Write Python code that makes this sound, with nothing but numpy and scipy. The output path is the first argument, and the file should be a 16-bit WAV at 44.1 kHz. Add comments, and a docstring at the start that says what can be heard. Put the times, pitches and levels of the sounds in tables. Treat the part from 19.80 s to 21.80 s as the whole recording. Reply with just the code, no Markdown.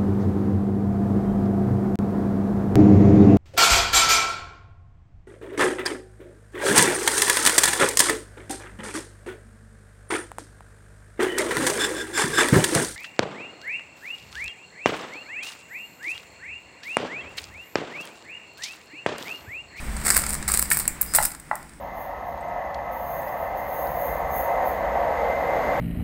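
"""Pressing peanuts and sugar

Close microphone on a plate in a small kitchen, where hands press a warm mass of peanuts and sticky sugar flat.
Each press crackles as sugar threads snap and skin peels off; a nut cracks, bangles click and the plate knocks
dully on the counter twice. Behind them lie air and hiss, with a low hum and rumble; the background drops
suddenly near 1.5 s, and the last pats are quieter."""
import sys
import numpy as np
from scipy import signal
from scipy.fft import rfft, irfft
from scipy.io import wavfile

SR = 44100
rng = np.random.default_rng(int(sys.argv[2]) if len(sys.argv) > 2 else 0)


def store_pcm(level_fs):
    """Save levels as 16-bit WAV."""
    pcm = np.round(np.clip(level_fs, -1, 1) * 32767).astype(np.int16)
    wavfile.write(sys.argv[1], SR, np.atleast_2d(pcm).T)


N = 88200

# sugar threads snapping: start_s, relative_db, treble_db, decay_ms
SUGAR_SNAPS = [(0.165,-29,-14,2.9),(.170,-30.5,-7,1.7),(0.214,-29.5,-18,2.7),(0.25,-22.5,-6,1.8),(0.2547,-18.5,1,4.3),(0.263,-18,-14,2.7),(.267,-13,0.5,2.1),(.2795,-14,-5,3.5),(0.2894,-15.5,-7,3),
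               (0.3032,-7.5,-4.5,0.74),(.307,-12.5,-5.5,0.99),(0.32,-18,2,2.5),(0.3424,-20,-1,1.5),(.347,-15,-1,1.7),(0.3607,-13,-7,5.3),(0.3665,-8,3,1.7),(.376,-11.5,2,1.5),
               (.3875,-19,-9,4.5),(0.3946,-23,-5,1.2),(0.417,-22,-4,2.9),(0.437,-20,-14,2.4),(.464,-19.5,-6,3),(0.49,-18.5,0.5,7.4),(0.506,-21.5,-7,0.42),
               (.529,-22.5,2,1.5),(0.534,-21.5,-4,1.2),(0.541,-20.5,0,2.4),(0.5512,-23,-7.5,1.3),(0.6263,-25.5,-15,1.8),(0.6782,-14.5,-1,3.5),(0.6858,-15,-2.5,4.3),
               (0.6991,-22,-27,1.5),(0.7163,-22,-4,1.8),(0.7188,-14,-0.5,1.1),(0.7378,-11,-0.5,4.7),(.747,-17.5,-0.5,1.6),(.7545,-26,-11,1.1),(.763,-35,-5,1.8),(0.7733,-12.5,1,1.6),(.783,-35,2,2.3),(.7895,-21.5,-1,1.2),(0.7931,-10,5,2),
               (0.8165,-18.5,5,4.8),(0.8256,-13.5,1.5,0.85),(0.855,-27,-9,3),(0.9026,-16,6,2),(0.9093,-13,-0.5,8.6),(0.918,-15,1,2),(0.919,-12,3.5,3.1),(.927,-15.5,19,2),(.932,-13.5,5,1.2),
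               (0.9444,-19,10,3),(.971,-15,-1,0.91),(0.9754,-18,20,1.3),(0.9893,-18.5,15,1),(0.9969,-17.5,12,1.5),(1,-20,-1,3.2),(1.054,-26.5,-15,1.5),
               (1.209,-25.5,-11.5,6.7),(1.228,-26.5,3,1.3),(1.262,-32.5,5,1.1),(1.3375,-17.5,0,1.4),(1.342,-21,-11,4),(1.349,-9,1.5,1.7),(1.354,-10,6,1.6),(1.36,-7.5,14,2.7),(1.371,-16,12,1.5),
               (1.377,-24,8,1.2),(1.413,-24,6,1.1),(1.4258,-16,5,2.3),(1.433,-16.5,4,1.2),(1.440,-20,11,0.99),(1.451,-13.5,4.5,2),(1.455,-14.5,4.5,1.6),
               (1.5055,-37,-28,0.78),(1.517,-28.5,-4.5,3),(1.533,-38,-17,5.5),(1.548,-31,-7,2.4),(1.598,-34,1,2.5),(1.7544,-27,8.5,1.4),(1.828,-39.5,-4,1.5),(1.893,-42,-11,1.8),(1.935,-45,-12,1.5)]
# tone of breaking sugar: frequency_hz, gain_db
SUGAR_COLOUR = [(100,-27.5),(400,-18),(800,-14.5),(1400,-8.5),(2200,-11),(3200,-28.5),(4000,-16),(4900,-11.5),(6300,-18),(7300,-7),(8300,2.5),(9600,-5.5),(12300,-13.5),(15000,-9.5),(16000,-17)]
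# crackle and friction as the palm bears down: time_s, relative_db
PRESS_LEVEL = [(0,-48),(.235,-39),(.27,-25.5),(.38,-26),(.44,-36),(.53,-34),(.6,-48),(.67,-53),(.69,-29),(.75,-25.5),(.84,-43.5),(.895,-41),(.92,-31.5),(1.01,-30),(1.05,-44.5),(1.19,-52),(1.24,-47),(1.33,-41),(1.352,-16.5),(1.40,-38),(1.45,-30.5),(1.481,-42),(1.49,-57),(2,-65)]
# tone of the palm's friction: frequency_hz, gain_db
RUB_COLOUR = [(80,-16.5),(170,-6.5),(300,-1),(480,-10.5),(800,-1),(1400,0.5),(2200,-0.5),(3100,-10.5),(4800,-9),(6500,-12),(12000,1)]
# a finger sliding on the plate: time_s, level_db
SQUEAK_LEVEL = [(1.262,-69),(1.274,-50),(1.305,-48),(1.318,-42),(1.335,-65)]
# the plate knocks and rocks: start_s, relative_db, tilt_db_per_octave
PLATE_KNOCKS = [(1.3843,-15,-3),(1.3856,-18.5,20),(1.712,-15.5,-1),(1.7146,-31.5,13)]
# modes of the loaded plate: pitch_hz, relative_db, t60_s
PLATE_MODES = [(618,-4,0.023),(856,2.5,0.027),(1070,0,0.019),(1378,0,0.026),(1740,-2.5,.015),(1987,-4.5,0.032),(2750,-19.5,0.012),(4140,-19,0.018)]
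# a knock coming back off the near walls: delay_s, gain_db
WALL_ECHOES = [(.0165,-5),(.0325,-16),(.05,-25)]
# modes of the cracking nut: pitch_hz, level_db, t60_s
NUT_MODES = [(1730,-27,0.017),(1833,-10.5,0.018),(2215,-13.5,0.019)]
# bangles touching: start_s, level_db, treble_db, decay_ms
BANGLE_CLICKS = [(1.0781,-21,-2.5,1.26),(1.2129,-20,18,1.5),(1.2168,-21,15.5,1.3)]
# tone of a bangle click: frequency_hz, gain_db
CLICK_COLOUR = [(200,-31),(1000,-26),(2200,-2.5),(3200,-36),(4800,-21.5),(6400,-18),(7600,3.5),(9200,-3.5),(12000,-10),(15000,-7.5),(16000,-6.5)]
# kitchen air, sinking away: time_s, level_db
ROOM_AIR_LEVEL = [(0,-38.5),(.4,-37),(.8,-40.5),(1.15,-42.5),(1.47,-43.5),(1.495,-52),(1.75,-48),(2,-53)]
# tone of the air: frequency_hz, gain_db
ROOM_AIR_COLOUR = [(100,-4.5),(150,12.5),(200,2),(260,2),(480,-4.5),(800,-2),(1300,-4),(2100,-1.5),(2900,-12.5),(3700,-15),(5000,-18),(8300,-21),(15500,-53)]
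# treble hiss, swelling and fading: time_s, level_db
TREBLE_HISS_LEVEL = [(0,-47.5),(.2,-59),(.6,-46),(1.15,-56),(1.3,-45.5),(1.47,-30),(1.495,-60),(1.7,-55),(2,-57.5)]
# tone of the hiss: frequency_hz, gain_db
TREBLE_HISS_COLOUR = [(2500,-28),(3700,-30),(5000,3.5),(6500,-7),(8300,9.5),(10500,-0.5),(13000,-16),(15500,-1)]
# steady low room tone: frequency_hz, gain_db
ROOM_TONE_COLOUR = [(70,-38.5),(110,-4),(150,0.5),(200,-4.5),(320,-3),(500,-20.5),(1000,-59),(4000,-98)]
# low rumble, dropping near 1.5 s: time_s, level_db
LOW_RUMBLE_LEVEL = [(0,-32),(.25,-34.5),(.45,-38),(.7,-33.5),(.9,-40.5),(1.1,-39),(1.22,-42),(1.47,-36),(1.495,-53.5),(2,-53.5)]
# tone of the rumble: frequency_hz, gain_db
LOW_RUMBLE_COLOUR = [(10,-2),(16,8.5),(30,-7),(50,5.5),(70,-3.5),(95,-14),(145,-8.5),(200,-16),(300,-29.5),(600,-46.5)]
# tones of a humming appliance: pitch_hz, relative_db
APPLIANCE_TONES = [(63,-2.5),(210.5,-8.5)]
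# rise and fall of the hum: time_s, level_db
APPLIANCE_LEVEL = [(0,-39),(.26,-32.5),(.4,-39),(.7,-35.5),(1.1,-45),(1.45,-51),(1.52,-65),(2,-50.5)]

SNAP_DB, GRAIN_DB, RUB_DB, BANGLE_TAIL_DB, ROOM_TONE_DB = -12.5, -3, -6.5, -8, -53
CRACKLE_ROOM_DB, KNOCK_ROOM_DB, NUT_ROOM_DB = -9.5, -7, -8
CRACKLE_T60_S, ROOM_T60_S, BANGLE_T60_S = 0.23, 0.35, 0.26
SNAP_BODY_LOSS, BANGLE_BODY_LOSS = 0.47, 0.54  # dB of body lost per dB of treble lift
BODY_FADE_HZ, TREBLE_RISE_HZ = (2420, 6600), (7300, 11600)


def sugar_snaps():
    """Each snap is an avalanche of tiny ruptures; the brighter it is, the less body it has."""
    out = np.zeros(N)
    for start_s, db, treble_db, decay_ms in SUGAR_SNAPS:
        tone = thinned(SUGAR_COLOUR, SNAP_BODY_LOSS * treble_db)
        snap = unit_rms(colour(avalanche(decay_ms), tone, treble_db))
        add(out, start_s, from_db(db + SNAP_DB) * snap)
    return out


def fine_crackle(grains_per_s=3500):
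    """Countless small sugar threads part while the hand bears down."""
    grains = impulses(N, max_db=15) * (rng.random(N) < grains_per_s / SR)
    return from_db(GRAIN_DB) * level(PRESS_LEVEL) * unit_rms(colour(grains, SUGAR_COLOUR, treble_db=-8))


def palm_rub():
    """Friction of the palm, following the pressure."""
    return from_db(RUB_DB) * level(PRESS_LEVEL) * noise(RUB_COLOUR)


def plate_knocks(low_hz=462, high_hz=2740, echo_band_hz=(720, 970)):
    """The loaded plate bumps the counter; its damped ring comes back from the walls."""
    direct, t = np.zeros(N), np.arange(SR // 4) / SR
    pivot_hz = PLATE_MODES[3][0]
    for start_s, db, tilt_db in PLATE_KNOCKS:
        for k, (hz, mode_db, t60_s) in enumerate(PLATE_MODES):
            envelope_db = db + mode_db + tilt_db * np.log2(hz / pivot_hz) - 60 * t / t60_s
            add(direct, start_s, (-1) ** k * from_db(envelope_db) * np.sin(2 * np.pi * hz * t))
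    direct = cut(direct, low_hz, "high", order=4)
    direct = cut(direct, high_hz, "low", order=5)
    out = direct + from_db(KNOCK_ROOM_DB) * room(direct, ROOM_T60_S)
    echo = cut(direct, echo_band_hz, "band", order=1)
    for delay_s, db in WALL_ECHOES:
        add(out, delay_s, from_db(db) * echo)
    return out


def nut_crack(start_s=0.915, low_hz=1000):
    """A nut gives under the heel of the hand with one short, woody ring."""
    direct, t = np.zeros(N), np.arange(SR // 10) / SR
    for hz, db, t60_s in NUT_MODES:
        add(direct, start_s, from_db(db - 60 * t / t60_s) * np.sin(2 * np.pi * hz * t))
    direct = cut(direct, low_hz, "high")
    return direct + from_db(NUT_ROOM_DB) * room(direct, ROOM_T60_S)


def bangles():
    """Bangles touch in thin, bright clicks with a smooth, airy tail."""
    out, t = np.zeros(N), np.arange(SR // 3) / SR
    for start_s, db, treble_db, decay_ms in BANGLE_CLICKS:
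        tone = thinned(CLICK_COLOUR, BANGLE_BODY_LOSS * treble_db)
        click = unit_rms(colour(avalanche(decay_ms), tone, treble_db))
        tail = unit_rms(colour(rng.standard_normal(len(t)), CLICK_COLOUR, treble_db))
        add(out, start_s, from_db(db) * click)
        add(out, start_s, from_db(db + BANGLE_TAIL_DB - 60 * t / BANGLE_T60_S) * tail)
    return out


def finger_squeak(pitch_hz=5020, flutter_hz=78):
    """Skin slides on the plate with a faint, thin, fluttering tone."""
    t = np.arange(N) / SR
    sliding = (t > SQUEAK_LEVEL[0][0]) & (t < SQUEAK_LEVEL[-1][0])
    squeak = unit_rms(waver(flutter_hz) * np.sin(2 * np.pi * pitch_hz * t))
    return level(SQUEAK_LEVEL) * sliding * squeak


def room_air():
    """The kitchen behind the plate: soft air, treble hiss and a steady low tone."""
    air = level(ROOM_AIR_LEVEL) * noise(ROOM_AIR_COLOUR)
    hiss = level(TREBLE_HISS_LEVEL) * noise(TREBLE_HISS_COLOUR)
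    return air + hiss + from_db(ROOM_TONE_DB) * noise(ROOM_TONE_COLOUR)


def appliance_hum(waver_db=0.5, waver_hz=24):
    """An appliance hums on two low tones, each wavering slightly in level."""
    hum, t = np.zeros(N), np.arange(N) / SR
    for hz, db in APPLIANCE_TONES:
        gain = from_db(db + waver_db * waver(waver_hz))
        hum += gain * np.sin(2 * np.pi * (hz * t + rng.random()))
    return np.sqrt(2) * level(APPLIANCE_LEVEL) * hum


def rumble():
    """Deep noise that drops abruptly near 1.5 s."""
    return level(LOW_RUMBLE_LEVEL) * noise(LOW_RUMBLE_COLOUR)


def room(x, t60_s, build_s=0.0067):
    """Diffuse reflections of the small kitchen build up and die away."""
    t = np.arange(SR // 2) / SR
    tail = rng.standard_normal(len(t)) * from_db(-60 * t / t60_s) * (1 - np.exp(-t / build_s))
    return signal.fftconvolve(x, tail / np.linalg.norm(tail))[:N]


def avalanche(decay_ms, samples=1536):
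    """Tiny impulses that swell and die within milliseconds."""
    ms = 1000 * np.arange(samples) / SR
    rise_ms = 0.4 * decay_ms
    return impulses(samples, max_db=12) * (1 - np.exp(-ms / rise_ms)) * np.exp(-ms / decay_ms)


def impulses(count, max_db, spread_db=3):
    """Impulses of either sign, mostly small with a few large ones."""
    return rng.choice([-1, 1], count) * from_db(np.minimum(rng.exponential(spread_db, count), max_db))


def thinned(points, loss_db):
    """A colour with less low body."""
    return [(hz, db - loss_db * np.interp(hz, BODY_FADE_HZ, [1, 0])) for hz, db in points]


def colour(x, points, treble_db=0):
    """Minimum-phase filter through frequency_hz, gain_db points, with a treble shelf."""
    n = 2 * len(x)
    bins_hz = np.maximum(np.arange(n // 2 + 1) * SR / n, 1)
    hz, db = np.transpose(points)
    curve_db = np.interp(np.log(bins_hz), np.log(hz), db)
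    shelf_db = treble_db * np.interp(bins_hz, TREBLE_RISE_HZ, [0, 1])
    cepstrum = irfft(np.log(from_db(curve_db + shelf_db)))
    # fold onto positive time, so nothing rings ahead of a click
    cepstrum[1:n // 2] *= 2
    cepstrum[n // 2 + 1:] = 0
    return irfft(rfft(x, n) * np.exp(rfft(cepstrum)))[:len(x)]


def noise(points):
    """Smooth noise of a given colour, rms 1."""
    return unit_rms(colour(rng.standard_normal(N), points))


def waver(hz):
    """Random motion slower than about hz, rms 1."""
    return unit_rms(cut(rng.standard_normal(N), hz, "low"))


def cut(x, hz, kind, order=2):
    """Butterworth filter."""
    return signal.sosfilt(signal.butter(order, hz, kind, fs=SR, output="sos"), x)


def level(rows):
    """Gain over time from time_s, level_db rows."""
    return from_db(np.interp(np.arange(N) / SR, *np.transpose(rows)))


def add(out, start_s, sound):
    """Mix a sound in at a time."""
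    i = int(np.clip(start_s * SR, 0, N - 1))
    out[i:i + len(sound)] += sound[:N - i]


def from_db(db):
    """Decibels to gain."""
    return 10 ** (np.asarray(db) / 20)


def unit_rms(x):
    """Scale to rms 1."""
    return x / np.sqrt(np.mean(x ** 2) + 1e-20)


def scene():
    """Hands and plate up close, the kitchen behind, in mono."""
    crackle = sugar_snaps() + fine_crackle() + finger_squeak() + palm_rub()
    reflections = from_db(CRACKLE_ROOM_DB) * room(crackle, CRACKLE_T60_S)
    impacts = bangles() + nut_crack() + plate_knocks()
    background = room_air() + appliance_hum() + rumble()
    return (crackle + reflections + impacts + background)[None]


def record(dry, clip_level=1.3, cutoff_hz=15650):
    """The close microphone clips the highest peaks and loses the top treble."""
    lowpass = signal.ellip(10, 0.1, 80, cutoff_hz, fs=SR, output="sos")
    return signal.sosfilt(lowpass, np.clip(dry, -clip_level, clip_level))


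dry = scene()
out = record(dry)
store_pcm(out)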